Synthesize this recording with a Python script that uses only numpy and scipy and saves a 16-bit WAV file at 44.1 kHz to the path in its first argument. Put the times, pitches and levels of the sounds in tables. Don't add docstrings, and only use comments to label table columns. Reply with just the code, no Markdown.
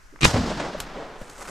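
import sys
import numpy as np
from scipy import signal
from scipy.fft import rfft, irfft
from scipy.io import wavfile

SR = 44100
rng = np.random.default_rng(int(sys.argv[2]) if len(sys.argv) > 2 else 0)


def master_out(mix):
    frames = np.transpose(np.atleast_2d(mix))
    ceiling = np.clip(frames, -1, 1)
    pcm = np.round(ceiling * 32767).astype(np.int16)
    wavfile.write(sys.argv[1], SR, pcm)


N = 66150

# f/Hz, side level/dB
NEAR_WIDTH = [(60, -7), (400, -2.5), (2000, -2.5), (8000, -8)]
# f/Hz, side level/dB
FAR_WIDTH = [(60, -88), (500, -20.5), (1600, -10), (8000, -14.5)]


def amp(db):
    return 10 ** (np.asarray(db) / 20)


def unit(x):
    return x / np.sqrt(np.mean(x ** 2) + 1e-20)


def read(points, hz):
    f, value = np.transpose(points)
    return np.interp(np.log(hz + 1), np.log(f + 1), value)


def since(start):
    return np.arange(N) / SR - start


def envelope(start, rise, hold, decay):
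    t = since(start)
    release = np.exp(-np.maximum(t - rise - hold, 0) / decay)
    return np.clip(t / rise, 0, 1) * release


def noise(colour, width):
    hz = np.fft.rfftfreq(N, 1 / SR)
    mid, side = np.exp(2j * np.pi * rng.random((2, len(hz)))) * amp(read(colour, hz))
    side = side * amp(read(width, hz))
    return unit(irfft(np.array([mid + side, mid - side]), N))


def band_noise(centre_hz, octaves):
    hz = np.geomspace(10, 20000, 60)
    bell = np.exp(-.5 * (np.log2(hz / centre_hz) / octaves) ** 2)
    return noise(np.c_[hz, 20 * np.log10(bell + 1e-4)], FAR_WIDTH)


def lumps(depth_db, length):
    knots = rng.standard_normal(N)
    wobble = np.interp(since(0) / length, np.arange(N), knots)
    return unit(amp(depth_db * wobble))


def lowpass(x, hz):
    return signal.sosfilt(signal.butter(1, min(hz, .45 * SR), fs=SR, output="sos"), x)


def air():
    # f/Hz, level/dB
    air_colour = [(38, -2), (80, -19.5), (700, -28.5), (1500, -20.5), (3500, -37), (6000, -30.5),
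                  (15000, -49.5)]
    # f/Hz, level/dB
    wind_colour = [(38, -9), (80, -38), (1000, -74)]
    hiss = amp(-51) * noise(air_colour, NEAR_WIDTH)
    wind = amp(-48) * noise(wind_colour, FAR_WIDTH) * lumps(depth_db=3, length=0.121)
    return hiss + wind


def sleeve_scuffs():
    # t/s, level/dB, rise/s, decay/s, centre f/Hz
    scuffs = [(0.12, -46, 0.015, 0.021, 244), (.158, -42, 0.0029, 0.0026, 1070),
              (.189, -42.5, .001, 0.0034, 1000), (1.413, -35, 0.0028, 0.011, 940)]
    return sum(amp(db) * envelope(s, rise, 0, decay) * band_noise(hz, octaves=0.76)
               for s, db, rise, decay, hz in scuffs)


def sleeve_rustle():
    # t/s, level/dB
    movement = [(1.12, -82), (1.21, -48), (1.25, -51.5), (1.37, -46.5), (1.42, -40), (1.5, -39.5)]
    # f/Hz, level/dB
    cloth_colour = [(80, -3), (400, 3), (1400, -3.5), (3300, -14.5), (8000, -8.5), (15000, -32.5)]
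    # f/Hz, level/dB
    crease_colour = [(200, -21), (1300, 0), (3500, -17), (14000, -33)]
    creases_per_s, spread_db = 500, 3.5
    snaps = (rng.random(N) < creases_per_s / SR) * rng.choice([-1, 1], N)
    snaps = snaps * amp(spread_db * rng.standard_normal(N))
    crease_gain = amp(read(crease_colour, np.fft.rfftfreq(N, 1 / SR)))
    creases = unit(irfft(rfft(snaps) * crease_gain, N))
    cloth = lumps(depth_db=3, length=.003) * noise(cloth_colour, FAR_WIDTH)
    level = amp(np.interp(since(0), *np.transpose(movement)))
    return level * (cloth + amp(-5.5) * creases)


def hand_bumps():
    # t/s, level/dB, rise/s, decay/s
    bumps = [(0.765, -36, 0.021, 0.044), (1.213, -31, 0.0022, 0.0077)]
    # f/Hz, level/dB
    bump_colour = [(140, 0.5), (350, -12.5), (14000, -43)]
    level = sum(amp(db) * envelope(s, rise, 0, decay) for s, db, rise, decay in bumps)
    return level * noise(bump_colour, FAR_WIDTH)


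def metal_clicks():
    # t/s, level/dB, decay/s
    clicks = [(0.802, -23, 0.0021), (1.2976, -40.5, 0.0021)]
    # f/Hz, level/dB
    click_colour = [(200, -3), (1200, -2.5), (6000, -3), (7600, -1), (9000, -10), (12000, -7), (15500, -34)]
    level = np.zeros(N)
    for s, db, decay in clicks:
        tick = envelope(s, 0.00027, 0, decay)
        ring = amp(-13) * envelope(s, 0.00074, 0, 0.017)
        level += amp(db) * (tick + ring)
    return level * noise(click_colour, FAR_WIDTH)


def brush_and_valley(count=24):
    # f/Hz, brush level/dB, roll level/dB, roll t60/s
    returns = [(40, -34, -41, 0.88), (85, -12, -28, 1.2), (160, -29, -19.5, 1.74), (330, -25, -25, 2.77),
               (700, -30, -21, 2.64), (1490, -15.5, -24.5, 3.6), (2430, -20, -28.5, 3.07),
               (5150, -12, -23.5, 1.97), (7360, -12, -28.5, 1.67), (14000, -30.5, -51, 1.65)]
    start_s, rise_s, brush_t60_s = .247, 0.0014, 0.26
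    hz, centres = np.fft.rfftfreq(N, 1 / SR), np.geomspace(30, 16000, count)
    falling = [(0, -40), (25, 0), (20000, -29)]  # f/Hz, level/dB
    f, brush_db, roll_db, t60 = np.transpose(returns)
    brush = irfft(rfft(noise(falling, NEAR_WIDTH)) * amp(read(np.c_[f, brush_db], hz)), N)
    roll = rfft(noise(falling, FAR_WIDTH)) * amp(read(np.c_[f, roll_db], hz))
    total = brush * envelope(start_s, rise_s, 0, brush_t60_s / np.log(1000))
    for centre in centres:
        overlap = read(np.c_[centres, centres == centre], hz)
        band = irfft(roll * overlap, N)
        total += band * envelope(start_s, rise_s, 0, read(np.c_[f, t60], centre) / np.log(1000))
    return total * lumps(depth_db=1.5, length=.006)


def hill_booms():
    # t/s, level/dB, rise/s, decay/s, centre f/Hz
    booms = [(.338, -24.5, 0.0073, 0.056, 84), (.372, -29.5, .015, 0.11, 47), (.358, -25, 0.013, .15, 204)]
    evenness = 0.67
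    total = np.zeros((2, N))
    for s, db, rise, decay, hz in booms:
        rumble = band_noise(hz, octaves=0.44)
        swell = unit(abs(signal.hilbert(rumble))) + .2
        total += amp(db) * unit(rumble / swell ** evenness) * envelope(s, rise, 0, decay)
    return total


def slope_echoes():
    # t/s, level/dB, rise/s, decay/s, treble edge f/Hz
    returns = [(.293, -24.5, 0.00085, 0.0049, 1500), (0.338, -19.5, 0.0052, 0.0086, 700),
               (0.353, -20, 0.011, 0.014, 1640), (0.499, -27.5, 0.0026, 0.025, 6000),
               (0.594, -25, 0.0071, 0.028, 3000), (0.633, -29.5, 0.02, 0.041, 1620),
               (0.923, -33, 0.049, 0.12, 890), (1.156, -39, 0.003, 0.025, 600)]
    # f/Hz, level/dB
    echo_colour = [(50, -12), (200, -1.5), (600, 6), (1500, -5), (5000, -11), (8000, -13), (14000, -48)]
    total = np.zeros((2, N))
    for s, db, rise, decay, edge_hz in returns:
        ragged = noise(echo_colour, FAR_WIDTH) * lumps(depth_db=1.5, length=0.0014)
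        total += amp(db) * unit(lowpass(ragged, edge_hz)) * envelope(s, rise, 0, decay)
    return total


def hill_slaps():
    # t/s of the peak, level/dB, pitch f/Hz, fade to either side/s
    slaps = [(.279, -11, 133, 0.0036), (.345, -14.5, 118, 0.0051), (.357, -12, 99, 0.0034),
             (0.382, -23, 107, 0.0049), (0.393, -21, 71, 0.0033), (0.5168, -11.5, 620, 0.00088),
             (0.753, -22.5, 610, 0.0039)]
    total = np.zeros((2, N))
    for s, db, hz, length in slaps:
        t = since(s)
        pulse = np.cos(2 * np.pi * hz * t) + 0.37 * band_noise(hz, octaves=0.73)
        total -= amp(db) * pulse * np.exp(-abs(t) / length)
    return total


def cracks():
    # t/s, level/dB, hold/s, treble edge f/Hz
    bursts = [(0.2083, -29.5, 0.0027, 5000), (0.2127, -25, 0.0016, 6940), (0.2454, -12.5, 0.00044, 14000),
              (0.2474, -9, 0.0019, 12200), (0.2509, -7.5, 0.0036, 2240)]
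    # f/Hz, level/dB
    crack_colour = [(100, 0), (550, -5), (780, -13), (1100, -6), (2600, -1), (4000, -8.5), (8000, -5.5),
                    (11000, -14.5), (15000, -29)]
    # f/Hz, level/dB, decay/s
    body_modes = [(229, -18, .013), (332, -20, 0.012), (1043, -15.5, 0.003), (1640, -14.5, 0.0024)]
    body_at_s = .2516
    total = np.zeros((2, N))
    for s, db, hold, edge_hz in bursts:
        ragged = noise(crack_colour, NEAR_WIDTH) * lumps(depth_db=2, length=.0003)
        total += amp(db) * unit(lowpass(ragged, edge_hz)) * envelope(s, 0.0006, hold, 0.00049)
    for hz, db, decay in body_modes:
        tone = np.sin(2 * np.pi * hz * since(body_at_s))
        total += amp(db) * tone * envelope(body_at_s, 0.00078, 0, decay)
    return total


def blast():
    stutter_db = [-15.5, -6, -5.5, -5]
    # f/Hz, level/dB
    bark_colour = [(250, -9), (550, 3), (780, -13.5), (1050, -0.5), (1900, -6), (4200, -6.5), (7000, -24),
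                   (14000, -51)]
    # f/Hz, level/dB
    fizz_colour = [(200, -12), (2600, 1), (8000, -12), (14000, -35)]
    # f/Hz, level/dB
    metal_modes = [(2490, -9), (3150, -20.5), (3980, -19.5)]
    start_s, gap_s = .2200, .01068
    bark_s, punch_s, fizz_s = 0.0038, 0.0012, 0.011
    push_at_s, push_s = 0.0078, 0.0015
    t = np.maximum(since(start_s), 0)
    gate = envelope(start_s, 0.00035, bark_s, 0.00059)
    ring = sum(amp(db) * np.sin(2 * np.pi * hz * t) for hz, db in metal_modes)
    bark = gate * (amp(-9.5) * noise(bark_colour, NEAR_WIDTH) + ring)
    fizz_level = amp(-19.5) * envelope(start_s - fizz_s, fizz_s, fizz_s, fizz_s)
    fizz = fizz_level * noise(fizz_colour, NEAR_WIDTH)
    u = (t - bark_s / 2) / punch_s
    punch = amp(-6.5) * 2 * u * np.exp(-u ** 2)
    push = -amp(-5) * np.exp(-((t - push_at_s) / push_s) ** 2)
    onset = np.minimum(t / punch_s, 1)
    pulse = bark + fizz + (punch + push) * onset
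    whistle = amp(-38) * np.sin(2 * np.pi * 7900 * t) * envelope(start_s, 0.0055, 0.017, .004)
    stutter = sum((-1) ** k * amp(db) * np.roll(pulse, round(k * gap_s * SR), axis=1)
                  for k, db in enumerate(stutter_db))
    return whistle + stutter


def scene():
    handling = sleeve_scuffs() + sleeve_rustle() + hand_bumps() + metal_clicks()
    hillside = brush_and_valley() + hill_booms() + slope_echoes() + hill_slaps()
    return air() + handling + hillside + cracks() + blast()


def record(dry):
    ceiling, edge_hz = 1.0, 15400
    squashed = dry / (1 + (dry / ceiling) ** 6) ** (1 / 6)
    band_limit = signal.firwin(301, edge_hz, window=("kaiser", 9), fs=SR)
    return signal.oaconvolve(squashed, band_limit[None], "same")


dry = scene()
out = record(dry)
master_out(out)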